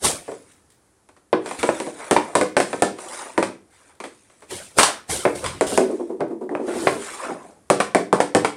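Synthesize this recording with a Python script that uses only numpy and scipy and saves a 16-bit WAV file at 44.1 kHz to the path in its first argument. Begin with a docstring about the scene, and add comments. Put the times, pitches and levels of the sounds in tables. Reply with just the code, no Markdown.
"""First a hissing scrape: a hockey stick's blade dragged over a plastic floor in a garage. The blade slaps
the floor, which booms, and clacks against pucks; they slide with a rush that sinks as friction slows them.
A hard shot sends one away; it lands and rolls, each wobble drawing a note from the floor. The stick ticks
faintly in the hands. The garage answers every blow; the loudest overload the microphone a little."""
import sys
import numpy as np
from scipy import signal
from scipy.fft import rfft, irfft, next_fast_len
from scipy.io import wavfile
from scipy.ndimage import uniform_filter1d, map_coordinates

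SR = 44100
rng = np.random.default_rng(int(sys.argv[2]) if len(sys.argv) > 2 else 0)


def wrap_up_sound(samples):
    """Save the sound to the file named by the first command line argument, as 16-bit audio."""
    columns = np.atleast_2d(samples).T
    # keep every value between -1 and 1, then stretch to whole-number steps
    tamed = np.clip(columns, -1, 1)
    steps = np.round(tamed * 32767).astype(np.int16)
    wavfile.write(sys.argv[1], SR, steps)


N = 377804
TIME_S = np.arange(N) / SR
AGE_S = np.arange(SR // 2) / SR  # time since a blow

# Table levels are relative.
# blade dragged hard: t/s, hiss/dB, chatter/dB, buffet/dB, rise/s, hold/s, t60/s
BLADE_STROKES = [(0.048, -16, -17, -33, 0.0097, 0.0085, 0.3), (1.59, -35.5, -32, -47, 0.004, 0.016, 0.18),
                 (4.511, -35.5, -35.5, -50, 0.0098, 0.044, 0.55),
                 (4.78, -23.5, -25, -43.5, 0.006, 0.027, 0.31),
                 (5.1, -25.5, -27.5, -38.5, 0.0061, 0.034, 0.54),
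                 (5.353, -39.5, -39, -51, 0.0019, 0.014, 0.91), (5.45, -59, -35, -35, 0.013, 0.027, 0.63),
                 (5.669, -32.5, -35.5, -44.5, 0.0019, 0.092, 0.33),
                 (6.79, -37.5, -35.5, -49, 0.058, .12, 0.62)]
# puck or blade pushed into a slide: t/s, hold/s, t60/s, dust/dB, rub/dB, starting centre/Hz
SLIDE_PUSHES = [(0.258, 0.057, 0.75, -50.5, -60, 1190), (0.503, .01, .3, -63, -60, 1700),
                (1.469, 0.075, 0.65, -45, -42, 1103), (1.66, 0.12, 1.0, -42, -45.5, 1300),
                (1.996, 0.079, 0.46, -48.5, -37, 1151), (2.2, 0.11, 0.62, -50, -43, 1047),
                (2.682, 0.12, 0.32, -45.5, -50, 1004), (3.002, 0.096, 0.51, -44, -43, 898),
                (3.135, 0.089, 0.69, -41.5, -36.5, 1243), (3.734, 0.17, 0.36, -60, -59, 1494),
                (4.133, 0.32, .4, -61.5, -74, 1287), (5.912, .05, .7, -53.5, -60, 905.6),
                (6.689, 0.049, .6, -45, -36.5, 1498), (7.021, .14, 0.57, -39, -42, 1494),
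                (7.219, .05, .45, -49.5, -31, 1147), (7.3, .03, .3, -67, -35, 450.4),
                (7.427, 0.07, 0.44, -64, -49.5, 650.6)]
# blows: t/s, force/dB, blade/dB, grit/dB
FLOOR_SLAPS = [(0.28, -27, -48, -52), (0.316, -31, -37, -44), (1.329, -13, -13.5, -38.5),
               (1.63, -16, -15, -21.5), (1.801, -25, -25.5, -27), (1.867, -26, -52, -37),
               (2.111, -11.5, -15, -14.5), (2.353, -14, -9.5, -14.5), (2.412, -15.5, -15.5, -21.5),
               (2.567, -12.5, -11, -16.5), (2.73, -22, -19.5, -35), (2.822, -13, -13.5, -16),
               (3.378, -13.5, -15, -25), (5.252, -12, -16.5, -44), (5.610, -12.5, -20.5, -20.5),
               (5.721, -21.5, -43, -50), (5.776, -10.5, -16.5, -19.5), (6.206, -19.5, -29.5, -45.5),
               (7.701, -10, -16.5, -15), (7.948, -10.5, -14, -19.5), (8.128, -10.5, -21, -21.5),
               (8.349, -10.5, -13, -16.5)]  # blade or puck landing flat
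PUCK_CLACKS = [(1.69, -11.5, -24, -51), (2.164, -11.5, -11, -27), (2.602, -14, -18.5, -19),
               (3.427, -16.5, -16, -24), (4.786, -13, -8, -9.5), (4.793, -23, -8.5, -7),
               (4.832, -27, -9, -6.5), (5.277, -18, -41, -48), (5.442, -32, -22, -26),
               (5.462, -31, -22.5, -22), (6.492, -25.5, -60, -52.5), (6.551, -18, -44, -45.5),
               (6.871, -11.5, -10.5, -28), (7.802, -14, -11, -20), (8.203, -12.5, -15.5, -20),
               (8.447, -14, -12.5, -21.5)]  # blade or puck against puck
# light touches of the blade: t/s, force/dB
BLADE_TAPS = [(1.089, -46), (1.165, -48.5), (1.46, -25.5), (1.475, -33), (1.491, -36.5), (1.511, -25),
              (2.043, -35.5), (2.986, -32), (4.002, -29.5), (4.039, -28.5), (4.055, -34.5), (4.299, -49.5),
              (4.422, -41.5), (4.436, -49)]
# puck wobbling on its rim: t/s, lurch period/s, level/dB, f/Hz
ROLL_PATH = [(5.797, 0.097, -17.5, 414), (6.0, 0.1, -24.5, 354), (6.299, .108, -27, 359.6),
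             (6.651, 0.074, -23, 384.3), (6.95, 0.062, -28.5, 398)]

# modes: f/Hz, level/dB, t60/s
HEAVE_MODES = [(330, -8.5, 0.0067), (624, 3, 0.0098), (983, 0, 0.0087), (1704.4, -6.5, .008),
               (2174, -13, 0.0098)]  # first heave of a contact
FLOOR_MODES = [(204.4, -10.5, 0.19), (293.4, -5.5, 0.25), (371.6, 4, 0.11), (470.2, 1.5, 0.12),
               (579, -9, 0.096), (715, 8.5, .05)]
BLADE_MODES = [(980, 2, 0.1), (1044, 10, 0.041), (1140, -14.5, 0.052), (1513, -5, 0.097), (1752, -1, 0.068),
               (2037, 0.5, 0.019), (2340, -4.5, 0.015), (2490, -5.5, 0.048)]

# noise spectra: f/Hz, level/dB
SCRAPE_SPECTRUM = [(100, -36), (800, -29.5), (2200, -21), (3200, 1.5), (6800, 3), (8300, 8), (9400, 10),
                   (11000, -2), (13000, -12), (16000, -21)]
CHATTER_SPECTRUM = [(30, -21), (100, -11.5), (220, -5), (350, -0.5), (550, 0.5), (800, -6), (1200, -8),
                    (2300, -10.5), (3500, -14.5), (8000, -27.5), (14000, -60)]
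BUFFET_SPECTRUM = [(15, -59), (25, -18.5), (38, -29.5), (75, 4), (100, -4), (140, -3.5), (170, -2.5),
                   (220, -10), (370, -120)]
GRIT_SPECTRUM = [(300, -25), (1500, 2), (2400, -1.5), (3000, 1), (6800, -1), (8300, 5), (9400, 6),
                 (10800, -6.5), (12500, -9.5), (16000, -14)]
RUB_SPECTRUM = [(40, -37), (130, -32.5), (250, -6.5), (400, 0.5), (650, 0.5), (1000, 1), (1350, -3),
                (2100, -9.5), (3000, -18.5), (8000, -48.5), (16000, -85.5)]  # at a centre of 1 kHz
DUST_SPECTRUM = [(500, -16), (2200, 4), (2900, -3.5), (3500, -1), (4500, -4.5), (6800, -1), (8300, 3.5),
                 (9500, 5), (11000, -11.5), (13000, -22.5), (16000, -32.5)]
BOOM_SPECTRUM = [(30, -83), (100, -8.5), (200, -5), (380, 4), (600, 4), (1000, -12), (1600, -16),
                 (3000, -37), (8000, -60.5), (16000, -87)]
SMACK_SPECTRUM = [(300, -25.5), (800, 2), (1100, 7), (1700, -4.5), (2400, -0.5), (2900, -11), (3600, -12),
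                  (6000, -16), (10000, -35.5), (16000, -51.5)]
RUMBLE_SPECTRUM = [(60, -60), (130, -37), (220, -4.5), (330, 0), (450, 1), (650, -8.5), (1050, -18),
                   (1500, -34.5), (5000, -59), (16000, -110)]
AIR_SPECTRUM = [(15, -55), (25, -24), (70, 0), (185, -9), (212, -4.5), (242, -7.5), (317, -5), (560, -11),
                (1440, -16), (2910, -26.5), (3620, -26.5), (5730, -25), (10100, -19), (16000, -57.5)]

# garage reverberation: f/Hz, t60/s
GARAGE_DECAY = [(100, 0.41), (250, 0.49), (600, 0.27), (2000, 0.32), (6000, 0.29), (10000, 0.083),
                (16000, 0.58)]
# nearest surfaces: delay/s, level/dB
NEAR_ECHOES = [(.0034, -26.5), (0.0114, -22.5), (0.0205, -26)]


def amp(db):
    """Decibels to gain."""
    return 10 ** (np.asarray(db) / 20)


def unit(x):
    """Scale to rms 1."""
    return x / np.sqrt(np.mean(x ** 2) + 1e-20)


def burst(x):
    """Scale to rms 1 over the first 20 ms."""
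    return x / np.sqrt(np.mean(x[:SR // 50] ** 2) + 1e-20)


def fade(t_s, t60_s):
    """Exponential decay."""
    return np.exp(-np.log(1000) * t_s / t60_s)


def along(points, hz):
    """Read (f/Hz, value) points on a log axis."""
    knots_hz, values = np.transpose(points)
    return np.interp(np.log(hz + 1), np.log(knots_hz + 1), values)


def wobble(rate_hz, n):
    """Smooth random curve, rate_hz knots a second."""
    knots = rng.standard_normal(int(n * rate_hz / SR) + 4)
    return map_coordinates(knots, [np.arange(n) * rate_hz / SR])


def coloured(x, spectrum):
    """Filter by a spectrum; rms 1."""
    size = next_fast_len(len(x) + SR // 5)
    gain = amp(along(spectrum, np.fft.rfftfreq(size, 1 / SR)))
    return unit(irfft(rfft(x, size) * gain, size)[:len(x)])


def noise(spectrum, n=len(AGE_S)):
    """Coloured noise, rms 1."""
    return coloured(rng.standard_normal(n), spectrum)


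def pressure(start_s, rise_s, hold_s, t60_s):
    """A rubbing contact builds up to start_s, holds, releases."""
    build = np.exp(np.minimum(TIME_S - start_s, 0) / rise_s)
    return build * fade(np.maximum(TIME_S - start_s - hold_s, 0), t60_s)


def friction(spectrum, grain_db, patchy_db):
    """Tiny uneven catches; their colour shifts as the contact moves."""
    catches = rng.standard_normal(N) * amp(grain_db * wobble(1500, N))
    bins = signal.stft(catches, nperseg=512)[2]
    patches = uniform_filter1d(rng.standard_normal(bins.shape), size=3, axis=0)
    patches = unit(uniform_filter1d(patches, size=5, axis=1))
    patchy = signal.istft(bins * amp(patchy_db * patches), nperseg=512)[1][:N]
    return coloured(patchy, spectrum)


def garage(x, wet_db):
    """Add near reflections and the room's diffuse tail."""
    hz, t_s, bins = signal.stft(rng.standard_normal(len(AGE_S)), SR, nperseg=256)
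    bins = bins * fade(t_s, along(GARAGE_DECAY, hz)[:, None])
    tail = signal.istft(bins, SR, nperseg=256)[1][:len(AGE_S)]
    tail *= np.clip((AGE_S - 0.006) / 0.011, 0, 1)
    response = amp(wet_db) * tail / np.linalg.norm(tail)
    for delay_s, db in NEAR_ECHOES:
        response[round(delay_s * SR)] += amp(db)
    return x + signal.fftconvolve(x, response)[:len(x)]


def blade_strokes():
    """The blade bites, drags and lets go; the fast swing buffets the air."""
    hiss, chatter, buffet = np.zeros((3, N))
    for start_s, hiss_db, chatter_db, buffet_db, rise_s, hold_s, t60_s in BLADE_STROKES:
        contact = pressure(start_s, rise_s, hold_s, t60_s)
        hiss += amp(hiss_db) * contact
        chatter += amp(chatter_db) * contact
        buffet += amp(buffet_db) * contact
    hiss *= friction(SCRAPE_SPECTRUM, grain_db=2, patchy_db=1.5)
    chatter *= friction(CHATTER_SPECTRUM, grain_db=1, patchy_db=5.5)
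    return garage(hiss + chatter, wet_db=-15.5) + buffet * noise(BUFFET_SPECTRUM, N)


def still_air():
    """Faint room noise, its level drifting."""
    return amp(-62 + 1.2 * wobble(1.6, N)) * noise(AIR_SPECTRUM, N)


def handling_ticks(count=60, level_db=-66, spread_db=4.5):
    """The stick ticks in the hands at random moments."""
    out = np.zeros(N + SR)
    for start_s, size in zip(rng.uniform(0, N / SR, count), rng.standard_normal(count)):
        tick = burst(noise(GRIT_SPECTRUM) * fade(AGE_S, t60_s=0.05))
        out[round(start_s * SR):][:len(AGE_S)] += amp(level_db + spread_db * size) * tick
    return garage(out[:N], wet_db=0.5)


def slides(shot_hz=1056, sag_oct_per_s=3.2, settle_db_per_s=42, dust_loss_db_per_s=7.5, catch_db=1.8):
    """A puck reads the floor's texture at its own speed: its rush sinks as it slows. Dust hisses."""
    shot = amp(-16) * pressure(start_s=4.796, rise_s=0.0024, hold_s=0.0416, t60_s=0.33)
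    rub, weighted_hz, dust = shot.copy(), shot_hz * shot, np.zeros(N)
    for start_s, hold_s, t60_s, dust_db, rub_db, centre_hz in SLIDE_PUSHES:
        contact = pressure(start_s, 0.025, hold_s, t60_s)
        # settling flat, it rubs more and hisses less
        held_s = np.clip(TIME_S - start_s, 0, hold_s)
        rubbing = contact * amp(rub_db + settle_db_per_s * held_s)
        dust += contact * amp(dust_db - dust_loss_db_per_s * held_s)
        rub += rubbing
        sag_oct = sag_oct_per_s * np.clip(TIME_S - start_s, 0, 0.5)
        weighted_hz += rubbing * centre_hz * 2 ** -sag_oct
    speed = weighted_hz / (rub + 1e-20) / 1000  # mean centre over the texture's 1 kHz
    position = np.cumsum(speed) % (N - 1)
    texture = friction(RUB_SPECTRUM, grain_db=3, patchy_db=4)
    rush = rub * amp(catch_db * wobble(60, N)) * map_coordinates(texture, [position])
    dust *= friction(DUST_SPECTRUM, grain_db=3.5, patchy_db=4)
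    return garage(amp(-2.5) * rush + amp(2) * dust, wet_db=-9)


def ring(modes, detune):
    """Modes struck at random strengths; the contact point shifts them slightly."""
    hz, db, t60_s = np.transpose(modes)[:, :, None]
    size, shift = rng.standard_normal((2, len(modes), 1))
    sign = (-1) ** np.arange(len(modes))[:, None]
    waves = sign * np.sin(2 * np.pi * hz * (1 + detune * shift) * AGE_S)
    return burst(np.sum(amp(db + 2 * size) * fade(AGE_S, t60_s) * waves, axis=0))


def blows(rows, heave_db, boom_db, boom_t60_s, ring_db, smack_db, smack_t60_s,
          tick_db, skid_db, skid_t60_s, wet_db):
    """Each contact: one heave, floor boom, blade ring, a tick of grit, a short skid."""
    out = np.zeros(N + SR)
    cushion = signal.butter(4, 5000, fs=SR, output="sos")
    grit_lowpass = signal.butter(6, 10800, fs=SR, output="sos")
    for start_s, force_db, blade_db, grit_db in rows:
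        # harder is sharper: the heave grows faster than the boom
        heave = ring(HEAVE_MODES, detune=0.093)
        heave *= amp(heave_db + 1.565 * force_db) / np.abs(heave).max()
        # dense bending waves over the floor's few strong modes
        floor = burst(noise(BOOM_SPECTRUM) * fade(AGE_S, boom_t60_s))
        floor += amp(-8) * ring(FLOOR_MODES, detune=0.054)
        floor = amp(force_db + boom_db) * burst(floor * (1 - np.exp(-AGE_S / 0.013)))
        # tape damps the blade: a dry smack beside the ring
        smack = amp(smack_db) * burst(noise(SMACK_SPECTRUM) * fade(AGE_S, smack_t60_s))
        blade = amp(blade_db) * (amp(ring_db) * ring(BLADE_MODES, detune=0.029) + smack)
        tick = amp(tick_db) * fade(AGE_S, t60_s=0.0046)
        skid = amp(skid_db) * fade(AGE_S, skid_t60_s)
        grit = signal.sosfilt(grit_lowpass, amp(grit_db) * (tick + skid) * noise(GRIT_SPECTRUM))
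        # rubber and tape cushion all but the grit
        knock = signal.sosfilt(cushion, heave + floor + blade)
        out[round(start_s * SR):][:len(AGE_S)] += garage(knock + grit, wet_db)
    # high-pass keeps deep bass out of the knocks
    return signal.sosfilt(signal.butter(2, 105, "highpass", fs=SR, output="sos"), out[:N])


def rolling_puck(lurches=14, note_s=0.0929, arch=0.2515, waver=0.061, scatter=0.045):
    """Each lurch on the rim rumbles and draws a rising, falling note from the floor."""
    out = np.zeros(N + SR)
    swell = np.sin(np.pi * np.clip(AGE_S / note_s, 0, 1))
    lean = (1 - np.exp(-AGE_S / 0.01)) * fade(AGE_S, t60_s=0.17)
    times_s, *controls = np.transpose(ROLL_PATH)
    start_s = times_s[0]
    for shift in rng.standard_normal(lurches):
        period_s, db, hz = (np.interp(start_s, times_s, control) for control in controls)
        pitch_hz = hz * (1 + scatter * shift - arch * (1 - swell) + waver * wobble(143.8, len(AGE_S)))
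        note = amp(-1) * swell ** 2 * np.sin(2 * np.pi * np.cumsum(pitch_hz) / SR)
        rumble = amp(-2.5) * burst(lean * noise(RUMBLE_SPECTRUM))
        dust = amp(-37) * burst(lean * noise(DUST_SPECTRUM))
        out[round(start_s * SR):][:len(AGE_S)] += amp(db) * (note + rumble + dust)
        start_s += period_s
    return garage(out[:N], wet_db=-6.5)


def scene():
    """Stick, pucks and floor over the garage's still air; mono."""
    slaps = blows(FLOOR_SLAPS, heave_db=15, boom_db=-2, boom_t60_s=0.068,
                  ring_db=-9, smack_db=-10.5, smack_t60_s=0.048,
                  tick_db=6, skid_db=-9.5, skid_t60_s=0.26, wet_db=-6)
    taps = [(start_s, force_db, force_db - 1.5, force_db - 7) for start_s, force_db in BLADE_TAPS]
    clacks = blows(PUCK_CLACKS + taps, heave_db=17.5, boom_db=-8, boom_t60_s=0.048,
                   ring_db=-14.5, smack_db=-7, smack_t60_s=0.069,
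                   tick_db=2, skid_db=-8, skid_t60_s=0.25, wet_db=-7)
    mix = still_air() + blade_strokes() + slides() + slaps + clacks + rolling_puck() + handling_ticks()
    return mix[None]


def record(dry):
    """Microphone overload rounds peaks near full scale; 16 kHz band limit."""
    rounded = dry / (1 + np.abs(dry) ** 6) ** (1 / 6)
    size = next_fast_len(N + SR // 5)
    passband = 1 / (1 + (np.fft.rfftfreq(size, 1 / SR) / 16000) ** 90)
    return irfft(rfft(rounded, size) * passband, size)[..., :N]


dry = scene()
out = record(dry)
wrap_up_sound(out)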